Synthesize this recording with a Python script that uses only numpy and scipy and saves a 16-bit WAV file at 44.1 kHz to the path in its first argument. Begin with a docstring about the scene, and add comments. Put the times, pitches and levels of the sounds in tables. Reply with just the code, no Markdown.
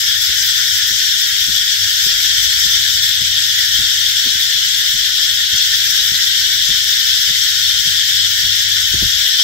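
"""A dawn chorus of cicadas shrills from the trees all round someone walking a tropical garden with a phone.
Each insect buckles its tymbals hundreds of times a second and every click rings its hollow body.
Four kinds of singer stack up as drone, shrill, rasp and sizzle, and the trunks scatter their song.
Far below lie a mains hum, soft footfalls and a low background rumble, with deep swells of wind
or handling on the microphone."""
import sys
import numpy as np
from scipy import signal
from scipy.fft import rfft, irfft, next_fast_len
from scipy.io import wavfile
from scipy.ndimage import uniform_filter1d, map_coordinates

SR = 44100
rng = np.random.default_rng(int(sys.argv[2]) if len(sys.argv) > 2 else 0)


def pcm_store(signal):
    """Save signal as 16-bit PCM."""
    levels = np.round(np.clip(np.atleast_2d(signal), -1, 1) * 32767)
    wavfile.write(sys.argv[1], SR, levels.astype(np.int16).T)


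N = 415863
T = np.arange(N) / SR
SIDES = np.array([[.5], [-.5]])  # each microphone port's share of a left-minus-right level
# the walker's steps: t/s, level/dB, heel knock trim/dB, jolt of the deep rumble/dB
STEPS = [(0.3, -33, -5, 3), (0.916, -34, 0, 1), (1.492, -26, -9, 4), (2.071, -25.5, -6, 9),
         (2.66, -28, -7.5, 6), (3.218, -25, -14, 9), (3.793, -28, -21, 9), (4.268, -35.5, 8, 1),
         (4.361, -29, -20, -1), (4.948, -30, -8, 5), (5.535, -30, -21, -1), (6.125, -30, -21, 2),
         (6.699, -27, -19, 5), (7.297, -26, -13, 6), (7.871, -28.5, -25, 4), (8.44, -29.5, -17, 0),
         (8.945, -20, -4, 2), (9.028, -14.5, -14, -1)]


def undb(db):
    """Decibels to gain."""
    return 10 ** (np.asarray(db) / 20)


def unit(x):
    """Scale a sound so that its mono mix has rms 1."""
    return x / np.sqrt(np.mean(np.atleast_2d(x).mean(axis=0) ** 2))


def curve(rows):
    """Automation lane: straight lines between (time, value) points."""
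    return np.interp(T, *np.transpose(rows))


def drift(rate):
    """Random modulation with `rate` points a second and a spread near 1."""
    knots = rng.standard_normal(4096)
    return 1.2 * np.interp(T * rate, np.arange(len(knots)), knots)


def flutter(rate):
    """Random modulation with its slow part taken out."""
    wobble = drift(rate)
    return wobble - uniform_filter1d(wobble, int(4 * SR / rate))


def colour(x, points, share=1):
    """Equalise by a curve of (Hz, dB) points, or by a share of it."""
    size = next_fast_len(N)
    hz, db = np.transpose(points)
    bin_hz = np.maximum(np.arange(size // 2 + 1) * SR / size, 1)
    gain = undb(share * np.interp(np.log(bin_hz), np.log(hz), db))
    return irfft(rfft(x, size) * gain, size)[..., :N]


def cut(x, hz, kind, order):
    """Butterworth filter."""
    return signal.sosfilt(signal.butter(order, hz, kind, fs=SR, output="sos"), x)


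def tymbal(click_hz, jitter, wander, scatter_db, count=13000):
    """A train of buckling clicks; the pace wanders, and each click is a little off in time and force."""
    slip, force = rng.standard_normal((count, 2)).T
    cycles = np.cumsum(click_hz * np.exp(wander * drift(18))) / SR
    at = np.searchsorted(cycles, np.cumsum(np.exp(jitter * slip)))
    return np.bincount(at[at < N], undb(scatter_db * force)[at < N], N)


def body(modes, pitch, size=700):
    """One insect's ring, higher if it is small: tymbal and air sac couple, so it swells and dies in ms."""
    t = np.arange(size) / SR
    ring = 0
    for hz, width, db in modes:
        decay = np.pi * width
        envelope = undb(db) * decay ** 2 * t * np.exp(-decay * t)
        ring = ring + envelope * np.sin(2 * np.pi * (pitch * hz * t + rng.random()))
    return ring


def trees(x, t60, size=8192):
    """Trunks and crowns scatter the song to each port by countless paths that shift along the walk."""
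    t = np.arange(2 * size) / SR
    fade = np.exp(-np.log(1000) * t / t60)
    window = np.sin(np.pi * np.arange(size) / size)
    x = np.pad(x, 2 * size, mode="reflect")  # the air is already full of song at the start
    wet = np.zeros((2, len(x) + 2 * size))
    for i in range(0, len(x) - size, size // 2):
        paths = rng.standard_normal((2, len(t))) * fade
        echo = signal.fftconvolve((x[i:i + size] * window)[None], paths, axes=1)
        wet[:, i:i + echo.shape[1]] += echo
    return wet[:, 2 * size:2 * size + N]


def cicadas(modes, count, click_hz, jitter, scatter_db, detune, flutter_db, wet_db, lowest_hz):
    """Several singers of one kind, each with its own click rate, size, flutter and side."""
    # how much louder the left port hears than the right: f/Hz, level/dB
    port_balance = [(1200, -0.5), (1750, -1.5), (2400, -1), (3200, 5.5), (3900, 4.5), (4550, 2),
                    (5500, 6.5), (6900, 7), (8000, 17.5), (9000, 3.5), (10300, 5.5), (11900, 1.5),
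                    (13000, 2), (15500, 9)]
    near = np.zeros((2, N))
    for k, pitch in enumerate(1 + detune * np.linspace(-1, 1, count)):
        clicks = tymbal(click_hz * rng.uniform(.7, 1.3), jitter, wander=.04, scatter_db=scatter_db)
        effort = undb(flutter_db * flutter(32))
        near[k % 2] += unit(signal.oaconvolve(clicks * effort, body(modes, pitch))[:N])
    song = unit(near) + undb(wet_db) * unit(trees(near.sum(axis=0), t60=0.55))
    song = cut(song, lowest_hz, "highpass", order=6)  # a small body radiates no bass
    return unit(colour(song, port_balance, SIDES))


def glints(x, depth_db, patch_hz, patch_s):
    """As the phone moves, reflections add and cancel: narrow patches of the spectrum glint briefly."""
    frames = dict(fs=SR, nperseg=512, noverlap=384)
    hz, s, spectrum = signal.stft(x, **frames)
    grid = np.meshgrid(hz / patch_hz, s / patch_s, indexing="ij")
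    patches = map_coordinates(rng.standard_normal((256, 1024)), grid, order=1, mode="wrap")
    gain = undb(depth_db * patches)
    gain /= np.sqrt(np.mean(gain ** 2))
    return signal.istft(spectrum * gain, **frames)[1][:, :N]


def chorus(throb_hz=6, throb_db=0.26, flicker_db=0.26, build_db=2.5, build_s=2.2):
    """Drone, shrill and rasp ride one slow swell, each wavering its own way; sizzle follows the rasp."""
    # body resonances of each kind of singer: f/Hz, width/Hz, level/dB
    drone_modes = [(1530, 200, -6), (1767, 370, -1), (2070, 870, -8)]
    shrill_modes = [(3146, 317, -3), (3386, 585, 1), (3796, 760, -4.5), (4203, 700, -6.5)]
    rasp_modes = [(5013, 790, 0), (5533, 710, 0), (6350, 1420, -6.5), (7264, 860, -8.5),
                  (10300, 3100, -24.5)]
    sizzle_modes = [(11910, 1840, -1), (12900, 1500, 0), (14630, 1100, -2.5), (15200, 1300, -6)]
    # slow swell of the chorus along the path: t/s, level/dB
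    swell = [(0, 0), (.5, 0.7), (1.65, -.5), (2.15, 1), (2.65, 1.5), (3.3, -1.3), (3.62, 0), (5.53, -1.2),
             (5.75, 1), (6.3, -0.3), (7.1, 0), (8.4, -0.74), (9.43, -0.4)]
    drone = cicadas(drone_modes, count=8, click_hz=220.1, jitter=.12, scatter_db=1.5,
                    detune=.023, flutter_db=1, wet_db=-7, lowest_hz=1341)
    shrill = cicadas(shrill_modes, count=10, click_hz=359.6, jitter=.04, scatter_db=1,
                     detune=.028, flutter_db=1, wet_db=-8, lowest_hz=2370)
    rasp = cicadas(rasp_modes, count=12, click_hz=501, jitter=.035, scatter_db=1.5,
                   detune=.011, flutter_db=1, wet_db=-7, lowest_hz=2350)
    sizzle = cicadas(sizzle_modes, count=12, click_hz=799, jitter=.18, scatter_db=0,
                     detune=.035, flutter_db=5.5, wet_db=-3, lowest_hz=8650)
    swell_db = curve(swell)
    drone_db = swell_db + .5 * flutter(14)
    shrill_db = .19 * swell_db + .65 * flutter(17)
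    shrill_db -= build_db * np.exp(-T / build_s)  # starts a little soft and builds
    rasp_db = swell_db + .74 * flutter(16)
    songs = drone * undb(drone_db - 28.5) + shrill * undb(shrill_db - 18) + rasp * undb(rasp_db - 20.5)
    songs = glints(songs, depth_db=2.5, patch_hz=200.7, patch_s=.016)
    songs += sizzle * undb(1.14 * rasp_db - 29.5)
    pump = -np.cos(2 * np.pi * throb_hz * T)  # the singers pump their abdomens in step
    return songs * undb(throb_db * pump + flicker_db * flutter(44))


def mains_hum(hz=100, trim_db=-3, waver_db=3):
    """A pure low mains tone that wavers, coming and going along the path."""
    # fader ride of the hum: t/s, level/dB
    ride = [(0, -45.5), (.85, -43), (1.2, -57), (1.8, -41), (2.5, -48), (2.95, -38), (4.7, -48), (7, -45.5),
            (8.75, -38), (9.3, -52)]
    tone = unit(np.sin(2 * np.pi * hz * T))
    return tone * undb(trim_db + curve(ride) + waver_db * flutter(12))


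def rumble(deep_db=-48.5, upper_db=-46, spread_db=1, jolt_lag_s=.035, jolt_s=.085):
    """Low background rumble, with deep swells of wind or handling on the microphone and jolts of steps."""
    # spectrum of the rumble: f/Hz, level/dB
    spectrum = [(20, -12), (45, 2.5), (80, 2), (150, -5), (220, -14), (400, -20), (700, -23.5), (1100, -26),
                (2000, -61)]
    # swells of wind or handling: t/s, rise/dB, half length/s
    swells = [(2.5, 8, .35), (9.02, 18.5, 0.15)]
    noise = rng.standard_normal(N) + undb(spread_db) * rng.standard_normal((2, N))  # centre plus width
    air = unit(colour(noise, spectrum))
    jolt_db = sum(db * np.exp(-((T - s - jolt_lag_s) / jolt_s) ** 2) for s, _, _, db in STEPS)
    swell_db = sum(db * np.exp(-((T - s) / half) ** 2) for s, db, half in swells)
    deep = cut(air, 86, "lowpass", order=3) * undb(deep_db + jolt_db + swell_db + 1.8 * flutter(5.5))
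    upper = cut(air, 101, "highpass", order=3) * undb(upper_db + 1.2 * drift(3.5))
    return deep + upper


def footfalls(thud_hz=(40, 150), knock_hz=(210, 350), thud_t60=.13, knock_t60=.053, thud_db=-1):
    """Each soft step is a low thud with a short knock of the heel."""
    track = np.zeros(N + SR)
    t = np.arange(SR // 3) / SR
    for s, db, heel_db, _ in STEPS:
        noise = rng.standard_normal((2, len(t)))
        thud = cut(noise[0] * np.exp(-np.log(1000) * t / thud_t60), thud_hz, "bandpass", order=2)
        knock = cut(noise[1] * np.exp(-np.log(1000) * t / knock_t60), knock_hz, "bandpass", order=2)
        step = undb(thud_db) * thud / abs(thud).max() + undb(heel_db) * knock / abs(knock).max()
        start = int((s - .00892) * SR)  # the sole touches just before the weight comes down
        track[start:start + len(t)] += undb(db) * step
    return track[:N]


def scene(lean_db=4):
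    """The chorus all round; the low sounds lean to the left."""
    return chorus() + (footfalls() + mains_hum() + rumble()) * undb(lean_db * SIDES)


def record(dry, top_hz=15700):
    """The rare highest peaks are clipped and the top treble is cut."""
    lowpass = signal.ellip(12, .1, 70, top_hz, fs=SR, output="sos")
    return signal.sosfilt(lowpass, np.clip(dry, -1, 1))


dry = scene()
out = record(dry)
pcm_store(out)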